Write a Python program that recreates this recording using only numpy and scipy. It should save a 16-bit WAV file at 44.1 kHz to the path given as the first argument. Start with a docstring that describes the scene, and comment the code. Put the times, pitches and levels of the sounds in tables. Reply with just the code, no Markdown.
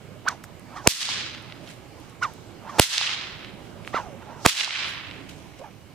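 """A whip cracks three times in a yard: a rush, a climbing chirp, two shock fronts in crackle, overload.
Foliage and walls return each crack as fading noise and ringing echoes while a gain control dips the level.
The swung thong whistles by vortex shedding (tones that wander about a moving pitch); its tip hisses.
Ticks are noise puffs, snaps are damped rings and dry grass rustles as grainy noise.
Far traffic and leaves lie below as patchy banded noise with faint drones."""
import sys
import numpy as np
from scipy import signal
from scipy.io import wavfile
from scipy.ndimage import uniform_filter1d, minimum_filter1d

SR = 44100
rng = np.random.default_rng(int(sys.argv[2]) if len(sys.argv) > 2 else 0)


def materialize(psi):
    """Save the field psi as 16-bit PCM at rate SR to the path in sys.argv[1].

    A 1-D psi becomes a single channel; in a 2-D psi each row is a channel.
    """
    bounded = np.clip(np.atleast_2d(psi).T, -1, 1)
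    quanta = np.round(bounded * 32767).astype(np.int16)
    wavfile.write(sys.argv[1], SR, quanta)


N = 261954
T = np.arange(N) / SR

# Scatter from grass nearby, then trunks and leaves farther off: t/s after the crack, level/dB
SCATTERING = [(.008, -37.5), (.013, -15.5), (.03, -10), (.08, -16), (.14, -11), (.205, -16), (.25, -16),
              (.34, -18.5), (.43, -22.5), (.75, -33), (1.1, -62)]


def from_db(db):
    """Level to amplitude: 20 dB is a factor of ten."""
    return 10 ** (np.asarray(db) / 20)


def rms_one(x):
    """Normalization: divide by the root mean square."""
    return x / np.sqrt(np.mean(np.abs(x) ** 2) + 1e-20)


def at_hz(points, hz):
    """Spectral interpolation, linear in the logarithm of frequency."""
    points = np.array(points)
    return np.interp(np.log(hz), np.log(points[:, 0]), points[:, 1])


def filtered(x, order, hz, kind):
    """Linear filtering with a maximally flat (Butterworth) passband."""
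    return signal.sosfilt(signal.butter(order, hz, kind, fs=SR, output="sos"), x)


def drift(rate_hz, size=N):
    """Slow random fluctuation of rms 1: white noise through a double real pole."""
    r = np.exp(-2 * np.pi * rate_hz / SR)
    settle = 20000  # samples dropped while the filter settles
    noise = rng.standard_normal(size + settle)
    return rms_one(signal.lfilter([1], [1, -2 * r, r * r], noise)[settle:])


def panned(x, pan_db):
    """Amplitude panning: the left-right level difference is shared by both channels."""
    return x * from_db(np.array([[pan_db / 2], [-pan_db / 2]]))


def add(out, s, sound):
    """Superposition: mix a sound in from time s."""
    at = round(s * SR)
    out[..., at:at + sound.shape[-1]] += sound[..., :out.shape[-1] - at]


def bands(size, lowest_hz, spikes=0):
    """Third-octave noise of equal density per Hz, with interchannel correlation set by mid and side."""
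    # Left-right correlation, clipped to 0..1 on reading: f/Hz, correlation
    correlation = [(60, 0.1), (150, 0.4), (380, 0.7), (950, 0.62), (2380, 0.42), (5980, 0), (15000, -18)]
    edges = 16500 / 2 ** (np.arange(30) / 3)
    white = rng.standard_normal((2, 2, size)) + spikes
    for k, (high, low) in enumerate(zip(edges, edges[1:])):
        hz = np.sqrt(low * high)
        if hz > lowest_hz:
            # neighbouring bands draw on separate noise
            mid, side = filtered(white[k % 2], 3, [low, high], "band")
            alike = np.clip(at_hz(correlation, hz), 0, 1)
            yield hz, np.sqrt(1 + alike) * mid + np.sqrt(1 - alike) * side * [[1], [-1]]


def coloured_noise(colour, lowest_hz):
    """Spectral shaping: weight each noise band by its level per Hz, then bring the sum to rms 1."""
    return rms_one(sum(from_db(at_hz(colour, hz)) * band for hz, band in bands(N, lowest_hz)))


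def swells(rows):
    """Energy sum of gusts that climb 20 dB in the rise time and lose 20 dB in the fall time."""
    energy = 0
    for s, peak_db, rise_s, fall_s in rows:
        distance = np.where(T < s, (s - T) / rise_s, (T - s) / fall_s)
        energy = energy + from_db(peak_db - 20 * distance) ** 2
    return np.sqrt(energy)


def blip(hz, cycles):
    """Damped oscillation with a soft onset, scaled to peak 1."""
    turns = np.arange(600) / SR * hz
    wave = np.sin(2 * np.pi * turns) * turns ** 2 * np.exp(-6.0 * turns / cycles)
    return wave / np.abs(wave).max()


def wandering_tone(pitch, rough, width_hz):
    """Narrow-band noise: a carrier of rms about 1 modulated by a slow complex random envelope."""
    wander = 1 - rough + rough * (drift(width_hz) + 1j * drift(width_hz))
    carrier = np.exp(2j * np.pi * np.cumsum(pitch) / SR)
    return np.real(rms_one(wander) * carrier) * np.sqrt(2)


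def run_up(t, run_db, top_hz):
    """Turbulent rush: band noise that brightens as the loop runs out and speeds up."""
    run_up_s = .0135
    rush = filtered(rng.standard_normal(len(t)), 1, [400, top_hz], "band")
    rush = filtered(rush, 1, 2 * top_hz, "low")
    dull = filtered(rush, 2, 1100, "low")
    rush = 1.9 * dull + (rush - dull) * np.clip(1.27 + t / run_up_s, 0, 1)
    onset = np.clip((t + run_up_s) / 0.0011, 0, 1)
    # rises at 67 dB/s up to the crack, then falls at 990 dB/s
    level_db = run_db + 67 * np.minimum(t, 0) - 990 * np.maximum(t, 0)
    return rms_one(rush) * onset * from_db(level_db)


def tip_chirp(t, final_hz):
    """Frequency sweep: the tip's whistle climbs and swells exponentially up to the crack."""
    pitch = final_hz * np.exp(np.minimum(t, 0) / 0.0048)
    return np.sin(2 * np.pi * np.cumsum(pitch) / SR) * from_db(-0.5 + 7200 * t) * (t < 0)


def shock_fronts(t, gain_db, second_s):
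    """Shock waves of the supersonic tip: suction, push, then suction split by the second front."""
    gaps = t / second_s  # time in units of the gap between the shocks
    wave = -np.exp(-((gaps - .15) / .15) ** 2)
    wave += .5 * np.exp(-((gaps - .55) / .2) ** 2)
    wave -= np.exp(-((gaps - 1.15) / .3) ** 2)
    wave += 1.6 * np.exp(-((gaps - 1.22) / .05) ** 2)
    wave -= .4 * np.exp(-((gaps - 1.6) / .45) ** 2)
    # the microphone membrane swings back slowly afterwards
    return filtered(from_db(gain_db) * wave, 2, 70, "high")


def crackle(t, start_db, hz, second_s):
    """Decaying band noise around the shocks, partly correlated between the channels."""
    mid, side = rng.standard_normal((2, len(t)))
    fizz = filtered(mid + 0.74 * side * [[1], [-1]], 2, [.5 * hz, 1.34 * hz], "band")
    # the decay steepens 0.6 ms after the second shock
    decay_db = 4400 * t + 9900 * np.maximum(t - second_s - .0006, 0)
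    return rms_one(fizz) * (t > 0) * from_db(start_db - decay_db)


def crack(run_db, rush_hz, chirp_hz, shock_db, second_s, crackle_db, crackle_hz):
    """Superposition of rush, chirp, shock fronts and crackle, begun 20 ms before the first shock."""
    t = np.arange(2200) / SR - .02
    out = run_up(t, run_db, rush_hz) + tip_chirp(t, chirp_hz)
    return out + shock_fronts(t, shock_db, second_s) + crackle(t, crackle_db, crackle_hz, second_s)


def yard_reply(scatter_db, tilt_db, shift, size):
    """Diffuse scattering: dense small echoes lose treble to the air with flight time, and some glint."""
    # Colour of the scatter before shift and tilt: f/Hz, level/dB per Hz
    scatter_colour = [(250, -28), (500, -16), (900, -6.5), (1800, -0.5), (3500, 4.5), (5500, 0.5),
                      (8000, -4.5), (12000, -10.5), (16000, -19.5)]
    air_loss_db, air_power = 37, 1.46  # dB per s of flight at 5 kHz; exponent of its growth with frequency
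    t = np.arange(size) / SR
    # glints from trunks and boughs: sparse spikes, 350 per second on average, of either sign
    struck = rng.random((2, size)) < 350 / SR
    glint_db = 12 + 3 * np.minimum(rng.exponential(1, (2, size)), 3)
    glints = struck * from_db(glint_db) * rng.choice([-1, 1], (2, size))
    out = np.zeros((2, size))
    for hz, band in bands(size, 200, spikes=glints):
        colour_db = at_hz(scatter_colour, hz / 2 ** shift) + tilt_db * np.log2(hz / 3000)
        out += band * from_db(colour_db - air_loss_db * t * (hz / 5000) ** air_power)
    clumps_db = 1.2 * drift(300, size=size) + 1.0 * drift(20, size=size)
    return out * from_db(np.interp(t, np.transpose(SCATTERING)[0], scatter_db) + clumps_db)


def echo(s, level_db, pan_db, hz, cycles):
    """Specular reflection: a wall returns both shocks as soft damped rings."""
    shock_gap_s = 0.0015
    out = np.zeros((2, N))
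    add(out, s, panned(from_db(level_db - 8.5) * blip(0.77 * hz, cycles), pan_db))
    add(out, s + shock_gap_s, panned(from_db(level_db) * blip(hz, cycles), pan_db))
    return out


def cracks():
    """Direct sound and reverberation: each crack, its diffuse wash and its hard echoes."""
    # Cracks: t/s, run-up level/dB, rush top f/Hz, final chirp f/Hz, shock gain/dB,
    # second shock t/s after the first, crackle starting level/dB, crackle f/Hz
    crack_events = [(0.8734, -21.5, 1230, 3046, 5, 0.0015, 4, 7470),
                    (2.7966, -16.5, 3330, 3300, 7.5, .0016, 2, 8600),
                    (4.4616, -13.5, 2760, 2630, 7, 0.000905, -3, 6250)]
    # The yard's reply to each crack: wash level/dB, extra fading/(dB/s), tilt/(dB/octave),
    # colour shift/octave, nearest echo peak level/dB, dull knock peak level/dB
    replies = [(-3, 4.5, 2, 0.24, -2, -18), (-0.5, 2.1, 2, .05, 4, -14), (1, 0.6, 2.5, -0.19, -6, -12.5)]
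    # Walls and trunks: t/s after the crack, left-right level/dB, f/Hz, decay/cycles,
    # peak level/dB after the first, second and third crack
    walls = [(0.0997, -1, 4057, 2.45, -15, -32, -30), (0.147, -9.5, 3030, 1.67, -30, -10, 0),
             (0.1829, -3, 4280, 1.87, -25, 7, 1), (0.2153, -5, 4140, 6.2, -17, -12, -26),
             (.2446, -4, 2600, 1.6, -37, -22, -4.5), (.2753, 4, 2760, 7, -32, -15, -19),
             (.2954, -6, 2350, 2.7, -33, -15, -13), (0.4736, 4, 2700, 0.82, -19, -23.5, -22.5),
             (0.6492, -1.5, 2800, 1.5, -22, -23, -22)]
    # Nearest echo: left-right level/dB, f/Hz, decay/cycles
    nearest = (-7.5, 4300, 1.3)
    # Delay of the nearest echo, one value a crack: t/s
    nearest_delays = [.047, .0209, .0258]
    # Dull knock from a far wall: t/s after the crack, left-right level/dB, f/Hz, decay/cycles
    far_knock = (.2156, 1.6, 960, 3)
    out = np.zeros((2, N))
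    after_s, scatter_db = np.transpose(SCATTERING)
    for k, (s, *shape) in enumerate(crack_events):
        wash_db, fading, tilt_db, shift, near_db, knock_db = replies[k]
        add(out, s - .02, crack(*shape))
        reply_db = scatter_db + wash_db - fading * after_s
        add(out, s, yard_reply(reply_db, tilt_db, shift, size=round(1.1 * SR)))
        out += echo(s + nearest_delays[k], near_db, *nearest)
        for lag_s, pan_db, hz, cycles, *levels_db in walls:
            out += echo(s + lag_s, levels_db[k], pan_db, hz, cycles)
        lag_s, pan_db, hz, cycles = far_knock
        add(out, s + lag_s, panned(from_db(knock_db) * blip(hz, cycles), pan_db))
    return out


def stretches(tables):
    """Piecewise-linear control curves, and a soft gate that is open inside the tables."""
    s, *columns = np.concatenate(tables).T
    gate = sum((T >= rows[0][0]) & (T <= rows[-1][0]) for rows in tables) > 0
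    return uniform_filter1d(gate * 1., size=500), [np.interp(T, s, column) for column in columns]


def swish():
    """Vortex shedding: lift tone, tones of slower and faster thong, drag tone at the octave, wake and hiss."""
    # Swings of the thong, one table a stretch: t/s, shedding f/Hz, main whistle level/dB
    swings = [
        [(.235, 550, -62), (.258, 723, -30.5), (.272, 1160, -27.5), (.281, 1602, -12.5), (.293, 1216, -25.5),
         (.32, 980, -32), (.37, 727, -55.5)],
        [(.67, 591, -55), (.755, 980, -43.5), (.77, 1243, -34.5), (.81, 1030, -44.5), (.84, 886, -50),
         (.858, 766, -32)],
        [(2.205, 818, -70), (2.22, 1092, -27), (2.23, 1512, -16.5), (2.256, 1118, -17.5), (2.268, 985, -35.5),
         (2.33, 793, -49)],
        [(2.6, 684.4, -58), (2.68, 945, -36), (2.7, 1195, -35.5), (2.72, 982, -39.5), (2.75, 868, -35.5),
         (2.782, 851, -32.5)],
        [(3.925, 1000, -55), (3.94, 1228, -23), (3.958, 1425, -21), (3.98, 1035, -21), (4.02, 899, -37.5)],
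        [(4.021, 900, -38), (4.06, 738, -38), (4.11, 578, -40.5), (4.15, 527, -40), (4.19, 620, -53.5)],
        [(4.191, 618.6, -56), (4.225, 950, -38.5), (4.25, 820, -52.5), (4.3, 853, -38), (4.35, 1018, -45),
         (4.42, 800, -42.5), (4.448, 780, -49.5)],
        [(5.59, 488, -47.5), (5.62, 555.4, -33), (5.635, 747, -45), (5.645, 870, -33.5), (5.675, 791, -41.5),
         (5.7, 722, -52.5)],
    ]
    # Gain of the other strands beside a -45 dB whistle, before each tone's own offset, by stretch: level/dB
    spreads = [3, 7.5, 0.1, 4, 5, -0.5, 2.5, -2]
    # Hiss of the tip at its fastest: t/s, level at the peak/dB, rise/s, fall/s
    tip_hiss = [(.286, -18, 0.002, 0.0062), (.312, -45.5, 0.038, 0.06), (.77, -47, 0.026, 0.062),
                (.858, -44.5, 0.047, 0.0041), (2.235, -33.5, 0.017, 0.022), (2.26, -50, 0.025, 0.18),
                (2.7, -49.5, 0.02, .05), (2.782, -44, .1, 0.0038), (3.965, -45.5, 0.067, 0.13),
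                (4.448, -41, 0.066, .004), (5.64, -73, 0.062, 0.11)]
    # Colour of the tip's hiss: f/Hz, level/dB per Hz
    hiss_colour = [(3300, -3), (6000, 4.7), (9000, -12), (16000, -23.5)]
    tables = [np.c_[rows, np.full(len(rows), db)] for rows, db in zip(swings, spreads)]
    gate, (pitch, level_db, spread_db) = stretches(tables)
    # a louder whistle stands more alone: the strands lose 0.28 dB per dB
    strands = from_db(spread_db - 0.28 * (level_db + 45))
    # the more of the thong sheds, the more ragged the main whistle
    tone = wandering_tone(pitch, rough=np.clip(.5 * strands, 0, .95), width_hz=110)
    tone += strands * from_db(-9.5) * wandering_tone(.72 * pitch, rough=0.7, width_hz=190)
    tone += strands * from_db(-11) * wandering_tone(1.55 * pitch, rough=.85, width_hz=150)
    tone += from_db(-19) * wandering_tone(2 * pitch, rough=.6, width_hz=120)
    # wake noise: a fast, wide wander
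    tone += strands * from_db(-18.5) * wandering_tone(2.9 * pitch, rough=0.58, width_hz=1100)
    whistle = gate * from_db(level_db) * panned(tone, 0.78)
    return whistle + swells(tip_hiss) * coloured_noise(hiss_colour, 3300)


def ticks():
    """Transients: ticks of thong, handle and grass are decaying noise puffs."""
    # Ticks: t/s, peak level/dB, left-right level/dB, lowest f/Hz, highest f/Hz, fall by a factor e^2/s
    tick_events = [(0.438, -34, -2, 3000, 12700, 0.017), (0.596, -37, .1, 5000, 12200, 0.001),
                   (1.4245, -46, 7, 7000, 10900, .002), (1.674, -34.5, -2, 2200, 4400, 0.0097),
                   (1.712, -40, 3, 2510, 9900, .004), (2.0, -46, 3, 8000, 14000, 0.0045),
                   (2.097, -43.5, 4, 5000, 10100, 0.0028), (2.337, -37.5, 6, 4500, 14040, 0.001),
                   (3.87, -39.5, 2, 5500, 11930, 0.0015), (3.877, -38, 5, 4070, 12000, 0.0029),
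                   (5.293, -42, 1, 3030, 15000, 0.0027), (5.591, -45, 7, 3000, 8960, 0.0036)]
    out, t = np.zeros((2, N)), np.arange(900) / SR
    for s, level_db, pan_db, low_hz, high_hz, length_s in tick_events:
        puff = rng.standard_normal(900) * np.exp(-2 * t / length_s)
        puff = filtered(puff, 2, [low_hz, high_hz], "band")
        add(out, s, panned(from_db(level_db) * puff / np.abs(puff).max(), pan_db))
    return out


def snaps():
    """Impulse response: the handle and the slack thong pulled tight each give one damped ring."""
    # Snaps: t/s, peak level/dB, left-right level/dB, f/Hz, decay/cycles
    snap_events = [(.4408, -26, -2, 1480, 1.6), (3.8493, -27.5, 1, 2250, 1.7), (3.876, -15, -1, 1800, 1.13),
                   (3.9446, -10.5, -0.5, 563, 1.16)]
    out = np.zeros((2, N))
    for s, level_db, pan_db, hz, cycles in snap_events:
        add(out, s, panned(from_db(level_db) * blip(hz, cycles), pan_db))
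    return out


def rustle():
    """Friction noise of feet and thong in dry grass: a band hiss with rapid random grain."""
    # Rustles, before the grain: t/s, level at the peak/dB, rise/s, fall/s
    gusts = [(1.708, -45, 0.15, 0.13), (2.03, -54.5, 0.28, 0.18), (2.094, -59, .04, .09),
             (3.662, -55, .25, 0.2), (3.876, -45, 0.052, 0.11), (4.882, -39.5, 0.076, .11),
             (5.292, -42, 0.0071, 0.051), (5.31, -50.5, .01, .5), (5.594, -50, 0.032, .045)]
    # Colour of the rustle: f/Hz, level/dB per Hz
    rustle_colour = [(800, -12), (2500, 0.5), (5000, -9), (9000, -14), (16000, -30)]
    grain = from_db(2.15 * drift(180.0))
    return swells(gusts) * grain * coloured_noise(rustle_colour, 1200)


def drones():
    """Narrow-band noise: faint hums of far engines and insects, alike in both channels."""
    # Drones: f/Hz, rate of wander f/Hz, level/dB
    drone_bands = [(111.8, 31, -49), (327.5, 57, -56), (2230, 89, -66.5), (2905, 150, -67.5)]
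    out = np.zeros(N)
    for hz, width_hz, level_db in drone_bands:
        out += from_db(level_db) * wandering_tone(np.full(N, hz), rough=0.72, width_hz=width_hz)
    return out


def yard():
    """Incoherent sum of far traffic and leaves: bands fluctuate together and apart, the lows swell most."""
    # Relative colour of the yard: f/Hz, level/dB per Hz
    yard_colour = [(12, -41), (20, -17), (169, -4.5), (263, -7), (302, -9), (497, -13.5), (555, -13),
                   (603, -13), (889, -18), (1680, -23.5), (1930, -26), (2280, -26), (3360, -30),
                   (7930, -38.5), (15000, -56)]
    # Swell of the far hum, full only at the lowest frequencies: t/s, level/dB
    traffic = [(0, -0.5), (1.2, 0.5), (2.0, -1.5), (3.2, -0.3), (3.7, 2), (4.9, -1.3), (5.3, 3), (5.94, -6)]
    yard_db = -42.5  # rms level of the banded noise
    together, swell_db = drift(1.0), np.interp(T, *np.transpose(traffic))
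    out = np.zeros((2, N))
    for hz, band in bands(N, 25):
        patchy_db = 0.61 * together + 1.9 * drift(4.6)
        out += band * from_db(at_hz(yard_colour, hz) + patchy_db + swell_db / (1 + hz / 800))
    return from_db(yard_db) * rms_one(out)


def scene():
    """Linear superposition of all sources in the open air."""
    return cracks() + swish() + ticks() + snaps() + rustle() + yard() + drones()


def left_port(x):
    """First-order shelf: the left port hears less bass than treble."""
    bass_db, treble_db, turn_hz = -9.5, -1.0, 2580
    treble = signal.lfilter(*signal.butter(1, turn_hz, "high", fs=SR), x)
    return from_db(bass_db) * x + (from_db(treble_db) - from_db(bass_db)) * treble


def gain_cut_db(x):
    """Level compression: a loud right channel cuts the gain, which holds, then lets go."""
    power = signal.lfilter([.01], [1, -.99], np.clip(x[1], -1, 1) ** 2)
    level_db = 10 * np.log10(power + 1e-12)
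    cut_db = np.clip(4 * (level_db + 9), 0, 14)
    # hold the greatest cut of the last 4001 samples, then release at 110 dB/s
    held = -minimum_filter1d(-cut_db, size=4001, origin=2000)
    fall = 110 * T
    held = np.maximum.accumulate(held + fall) - fall
    r = np.exp(-1 / (0.017 * SR))  # smoothed with a 17 ms time constant
    return signal.lfilter([1 - r], [1, -r], held)


def record(dry):
    """Transduction: port colour, preamp hiss, gain control, overload by clipping, top cut."""
    hiss_db = -63.5
    stop_hz = 15900 * 1.03  # 60 dB down from here up
    x = np.array([left_port(dry[0]), dry[1]])
    cut_db = gain_cut_db(x)
    x = x + from_db(hiss_db) * rng.standard_normal(x.shape)
    x = np.clip(x * from_db(-cut_db), -1, 1)
    return signal.sosfilt(signal.cheby2(12, 60, stop_hz, fs=SR, output="sos"), x)


dry = scene()
out = record(dry)
materialize(out)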